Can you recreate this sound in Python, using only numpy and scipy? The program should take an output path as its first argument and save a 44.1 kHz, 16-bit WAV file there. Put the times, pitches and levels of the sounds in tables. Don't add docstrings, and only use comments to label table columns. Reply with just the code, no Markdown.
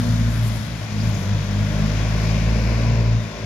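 import sys
import numpy as np
from scipy import signal
from scipy.fft import rfft, irfft, next_fast_len
from scipy.io import wavfile
from scipy.ndimage import uniform_filter1d

SR = 44100
rng = np.random.default_rng(int(sys.argv[2]) if len(sys.argv) > 2 else 0)


def digitize_waveform(pressure):
    field = np.atleast_2d(pressure).T
    bounded = np.clip(field, -1, 1)
    quanta = np.round(bounded * 32767).astype(np.int16)
    wavfile.write(sys.argv[1], SR, quanta)


N = 152145
EDGE = (next_fast_len(N + 8000) - N + 1) // 2
PADDED = N + 2 * EDGE

# (time [s], level of the body growl [dB], level of the tyre and fan noise [dB])
TRUCK_LEVELS = [(0, -42, -42.5), (.5, -47, -42), (.8, -78, -40.5), (1.05, -42, -37.5), (1.4, -42, -42),
                (1.8, -39, -36), (2.1, -38, -33.5), (2.5, -37, -33.5), (2.9, -33, -33), (3.1, -35.5, -36),
                (3.2, -42.5, -38.5), (3.45, -37, -38)]


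def undb(db):
    return 10 ** (np.asarray(db) / 20)


def over_time(table):
    rows = np.array(table, float)
    t = np.arange(N) / SR
    return [np.interp(t, rows[:, 0], column) for column in rows.T[1:]]


def over_hz(table, hz):
    rows = np.array(table, float)
    return [np.interp(np.log(hz), np.log(rows[:, 0]), column) for column in rows.T[1:]]


def bin_hz(size):
    return np.maximum(np.fft.rfftfreq(size, 1 / SR), 1)


def walk(rate):
    hold = int(SR / rate)
    steps = np.repeat(rng.standard_normal(400), hold)[:N + hold]
    smooth = uniform_filter1d(uniform_filter1d(steps, hold), hold)
    return np.sqrt(2) * smooth[:N]


def tone(turns, db):
    return np.sqrt(2) * undb(db) * np.cos(2 * np.pi * turns)


def glide(table, wobble_db, rate):
    hz, db = over_time(table)
    t = np.arange(N) / SR
    on = (t >= table[0][0]) & (t <= table[-1][0])
    return on * tone(np.cumsum(hz) / SR, db + wobble_db * walk(rate))


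def band(x, hz, width):
    edges = [hz - width / 2, hz + width / 2]
    return signal.sosfilt(signal.butter(2, edges, "band", fs=SR, output="sos"), x)


def coloured(colour, level_db):
    gain = undb(over_hz(colour, bin_hz(N))[0])
    x = irfft(rfft(rng.standard_normal((2, N))) * gain, N)
    return x / np.std(x) * undb(level_db)


def spectrum(x):
    return rfft(np.pad(x, EDGE, "reflect") * signal.windows.tukey(PADDED, 2 * EDGE / PADDED))


def exhaust():
    # (time [s], firing rate [Hz], level of the 1st, 2nd, 3rd, 4th harmonic [dB])
    drone_track = [(0.0, 55.66, -37, -21.5, -35.5, -47), (0.14, 55.45, -24, -20.5, -25, -38.5),
                   (0.49, 56.05, -28, -18.5, -38, -36), (0.58, 53.56, -36, -34, -36, -35.5),
                   (0.61, 53.2, -40, -24.5, -38, -33), (0.65, 53.9, -48, -38, -42, -39.5),
                   (0.72, 55.64, -35.5, -35, -38, -40), (0.84, 54.47, -44, -23.5, -37, -47),
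                   (0.86, 54.16, -47, -40, -37, -44), (0.9, 52.9, -36, -31, -45, -38.5),
                   (0.95, 52.12, -32, -24, -32, -26.5), (1.09, 55.33, -26, -17.5, -29.5, -34),
                   (1.11, 53.58, -32, -23.5, -31, -71), (1.13, 51.94, -31, -21.5, -44, -30.5),
                   (1.2, 47.72, -37, -34, -27.5, -30), (1.24, 48.7, -40, -26, -44, -36),
                   (1.32, 51.64, -32, -18.5, -34.5, -27), (1.36, 51.7, -29, -21, -25, -47),
                   (1.47, 49.64, -32, -25.5, -34, -30), (1.62, 51.2, -28.5, -18.5, -29, -27),
                   (1.7, 51.15, -30, -24.5, -29.5, -32), (1.85, 52.44, -23, -24, -23, -24.5),
                   (1.95, 52.75, -24.5, -24.5, -32.5, -41.5), (2.38, 54.41, -24, -22, -25, -32),
                   (2.48, 55.09, -20, -19.5, -26.5, -43), (2.5, 55.33, -20, -24, -30, -31),
                   (2.67, 56.14, -21.5, -23, -36, -33.5), (2.92, 57.36, -24, -17, -33.5, -29.5),
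                   (3.08, 56.46, -24.5, -18.5, -31, -35), (3.17, 56.15, -27, -17, -33.5, -35.5),
                   (3.31, 53.12, -49, -38, -37, -39.5), (3.34, 54.4, -38, -52.5, -38, -48),
                   (3.41, 53.9, -40, -36, -50, -42.5), (3.45, 53.3, -38, -28, -32, -41)]
    # (frequency [thirds of the firing rate], level re the drone [dB])
    uneven_lines = [(5, -27), (7, -24), (8, -22), (10, -25), (11, -21), (13, -28), (14, -27)]
    wobble_db, wobble_rate, uneven_wobble_db = 1.0, 14, 4.0
    drift_turns = 0.05
    hz, *levels_db = over_time(drone_track)
    turns = np.cumsum(hz) / SR
    out = np.zeros(N)
    for k, db in enumerate(levels_db):
        phase = (k + 1) * turns + k * drift_turns * walk(1.404)
        out += tone(phase, db + wobble_db * walk(wobble_rate))
    drone_db = 10 * np.log10(sum(undb(2 * db) for db in levels_db))
    for thirds, db in uneven_lines:
        phase = round(thirds) * turns / 3 + rng.random() + 0.3 * walk(12)
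        out += tone(phase, drone_db + db + uneven_wobble_db * walk(6.6))
    return out, turns


def growl(turns):
    # (frequency [Hz], width [Hz], relative gain [dB])
    body_modes = [(286, 48, -1.5), (393, 49.4, 2.5), (477, 69, 2), (591, 51, 4), (686, 33, -1),
                  (961, 110, -6.5)]
    scatter_db, jitter_s = 2.5, 0.00025
    firings = np.flatnonzero(np.diff(np.floor(turns)))
    late, louder = rng.standard_normal((2, len(firings)))
    at = np.clip(firings + (late * jitter_s * SR).astype(int), 0, N - 1)
    knocks = np.zeros(N)
    knocks[at] = undb(scatter_db * louder)
    ring = sum(undb(db) * band(knocks, hz, width) for hz, width, db in body_modes)
    return ring / np.std(ring) * undb(over_time(TRUCK_LEVELS)[0])


def far_engine():
    # (time [s], firing rate [Hz], level of the 1st, 2nd, 4th harmonic [dB])
    hum_track = [(0, 60, -42, -30, -28), (.25, 58.7, -42, -33, -30), (.4, 59, -42, -36, -42),
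                 (.6, 60, -42, -33, -46), (.7, 60, -39, -30, -46), (.85, 57.5, -39, -32, -48),
                 (.95, 56, -52, -46, -58), (1.1, 56, -80, -80, -80)]
    hz, *levels_db = over_time(hum_track)
    turns = np.cumsum(hz) / SR + rng.random()
    return sum(tone(2 ** k * turns, db + 1.7 * walk(8.1)) for k, db in enumerate(levels_db))


def road(turns):
    # (frequency [Hz], relative density [dB per Hz])
    truck_colour = [(150, -33), (250, -19.5), (298, 1.5), (355, -7.5), (476, -5), (611, -4.5), (796, -11.5),
                    (991, -11.5), (1100, -6), (1250, -18.5), (1430, -10), (1830, -11.5), (2460, -9),
                    (3300, -23), (5190, -17), (6860, -24.5), (8300, -44), (10800, -58), (18300, -120)]
    # (frequency [Hz], relative density [dB per Hz])
    traffic_colour = [(30, -10), (45, -2), (80, 9), (150, 10), (230, 2), (290, 2.5), (350, -11), (480, -12),
                      (600, 0), (700, -3.5), (780, -10.5), (1000, -6), (1270, -8.5), (1430, -7), (2050, -9),
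                      (2700, -13.5), (3400, -9.5), (4200, -13.5), (5200, -14), (6880, -17.5), (8170, -32),
                      (11000, -24.5), (15500, -37.5)]
    # (time [s], level [dB])
    traffic_track = [(0, -31.5), (.25, -33), (.5, -32), (.75, -35), (.95, -35), (1.05, -32), (1.5, -32),
                     (2.2, -32.5), (2.9, -38), (3.45, -38.5)]
    # (time [s], level [dB])
    treble_track = [(0.0, -55.5), (0.26, -57.5), (0.35, -51.5), (0.41, -56), (0.48, -47), (0.5, -54),
                    (0.57, -50), (0.59, -55), (0.66, -55), (0.69, -60.5), (0.85, -59), (0.87, -63),
                    (1.1, -55.5), (1.11, -60), (1.18, -56.5), (1.32, -61), (2.18, -58), (2.91, -63),
                    (3.19, -66.5), (3.22, -64), (3.44, -66.5), (3.45, -64)]
    flicker_db, clatter_db = 0.8, 0.6
    treble_from_hz = 8500
    traffic_db, treble_db = over_time(traffic_track)[0], over_time(treble_track)[0]
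    truck = coloured(truck_colour, over_time(TRUCK_LEVELS)[1])
    traffic = coloured(traffic_colour, traffic_db)
    spectra = np.array([spectrum(x) for x in truck + traffic])
    rustle_db = treble_db - treble_db.mean() - (traffic_db - traffic_db.mean())
    out = np.zeros((2, N))
    for step in range(20):
        centre = 25 * 2 ** (step / 2)
        octaves = np.clip(np.log2(bin_hz(PADDED) / centre), -0.5, 0.5)
        share = np.cos(np.pi * octaves) ** 2
        part = irfft(spectra * share, PADDED)[:, EDGE:-EDGE]
        gain_db = flicker_db * walk(8.71)
        if centre > treble_from_hz:
            gain_db = gain_db + rustle_db
        out += part * undb(gain_db)
    return out * undb(clatter_db * np.cos(2 * np.pi * turns))


def gear_whines():
    # (time [s], frequency [Hz], level [dB])
    whine_tracks = [
        [(.4, 2060, -60), (.45, 2080, -51), (.5, 2050, -48), (.6, 1990, -53), (.68, 1980, -62), (.8, 2070, -51),
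         (.85, 2050, -64)],
        [(2.65, 970, -60), (2.8, 990, -47), (3.0, 995, -47), (3.06, 990, -62)],
    ]
    return sum(glide(track, wobble_db=2.5, rate=18) for track in whine_tracks)


def squeaks():
    # (centre time [s], frequency [Hz], width [Hz], 1/e half-length [s], rms over one half-length [dB])
    squeak_list = [(1.012, 4900, 600, .011, -40), (1.15, 6500, 1000, .009, -41.5),
                   (.475, 11000, 2500, .012, -52)]
    t = np.arange(N) / SR
    out = np.zeros(N)
    for at, hz, width, length, db in squeak_list:
        burst = band(rng.standard_normal(N), hz, width) * np.exp(-((t - at) / length) ** 2)
        out += undb(db) * burst * np.sqrt(length * SR / np.sum(burst ** 2))
    return out


def turbo():
    # (time [s], frequency [Hz], level [dB])
    whistle_track = [(2.94, 3600, -66), (2.97, 3620, -56), (3.02, 3830, -59), (3.07, 3920, -57),
                     (3.13, 3790, -55), (3.21, 3660, -49), (3.3, 3540, -54), (3.37, 3480, -53),
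                     (3.45, 3450, -58)]
    return glide(whistle_track, wobble_db=1.5, rate=25)


def ports(point, noise):
    # (frequency [Hz], coherence of the noise [0-1], left over right [dB], phase lead of left [rad])
    port_table = [(30, 0.84, 7, 0.15), (54.6, 0.2, -0.5, 0.27), (114, .99, 1.5, 0.32),
                  (160, 0.74, 0.7, -0.2), (214, 0.93, 1.5, 0.58), (312, 0.88, -1, 0.36),
                  (397, 1, 8.5, 0.43), (500, 1, 0, 0.77), (606, 0.95, 3, 0.56), (753, 1, -1.5, 1.83),
                  (930, 0, 6.5, -0.094), (1076, 0.78, 1, 0.73), (1250, 0.33, 7, -0.008),
                  (1850, 0.35, 8.5, 0.26), (2750, 0.24, 4.5, 0.14), (3900, .4, 7, 1.55),
                  (5870, 0, 17.5, 0.6), (8300, .12, 12.5, 1.2), (10500, .03, 15.5, -0.53),
                  (14000, .03, 34, 0)]
    like, lean_db, lead = over_hz(port_table, bin_hz(PADDED))
    like = np.clip(like, 0, 1)
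    right = undb(-lean_db) * np.exp(-1j * lead)
    p, a, b = (spectrum(x) for x in (point, *noise))
    p = p * 2 / abs(1 + right)
    level = 2 / np.sqrt(1 + abs(right) ** 2 + 2 * like * right.real)
    a, b = a * level, b * level
    left_out = p + a
    right_out = right * (p + like * a + np.sqrt(1 - like ** 2) * b)
    return irfft(np.array([left_out, right_out]), PADDED)[:, EDGE:-EDGE]


def scene():
    drone, turns = exhaust()
    point = drone + growl(turns) + far_engine() + gear_whines() + squeaks() + turbo()
    return ports(point, road(turns))


def record(dry):
    return signal.sosfilt(signal.ellip(10, 0.2, 80, 15600, fs=SR, output="sos"), dry)


dry = scene()
out = record(dry)
digitize_waveform(out)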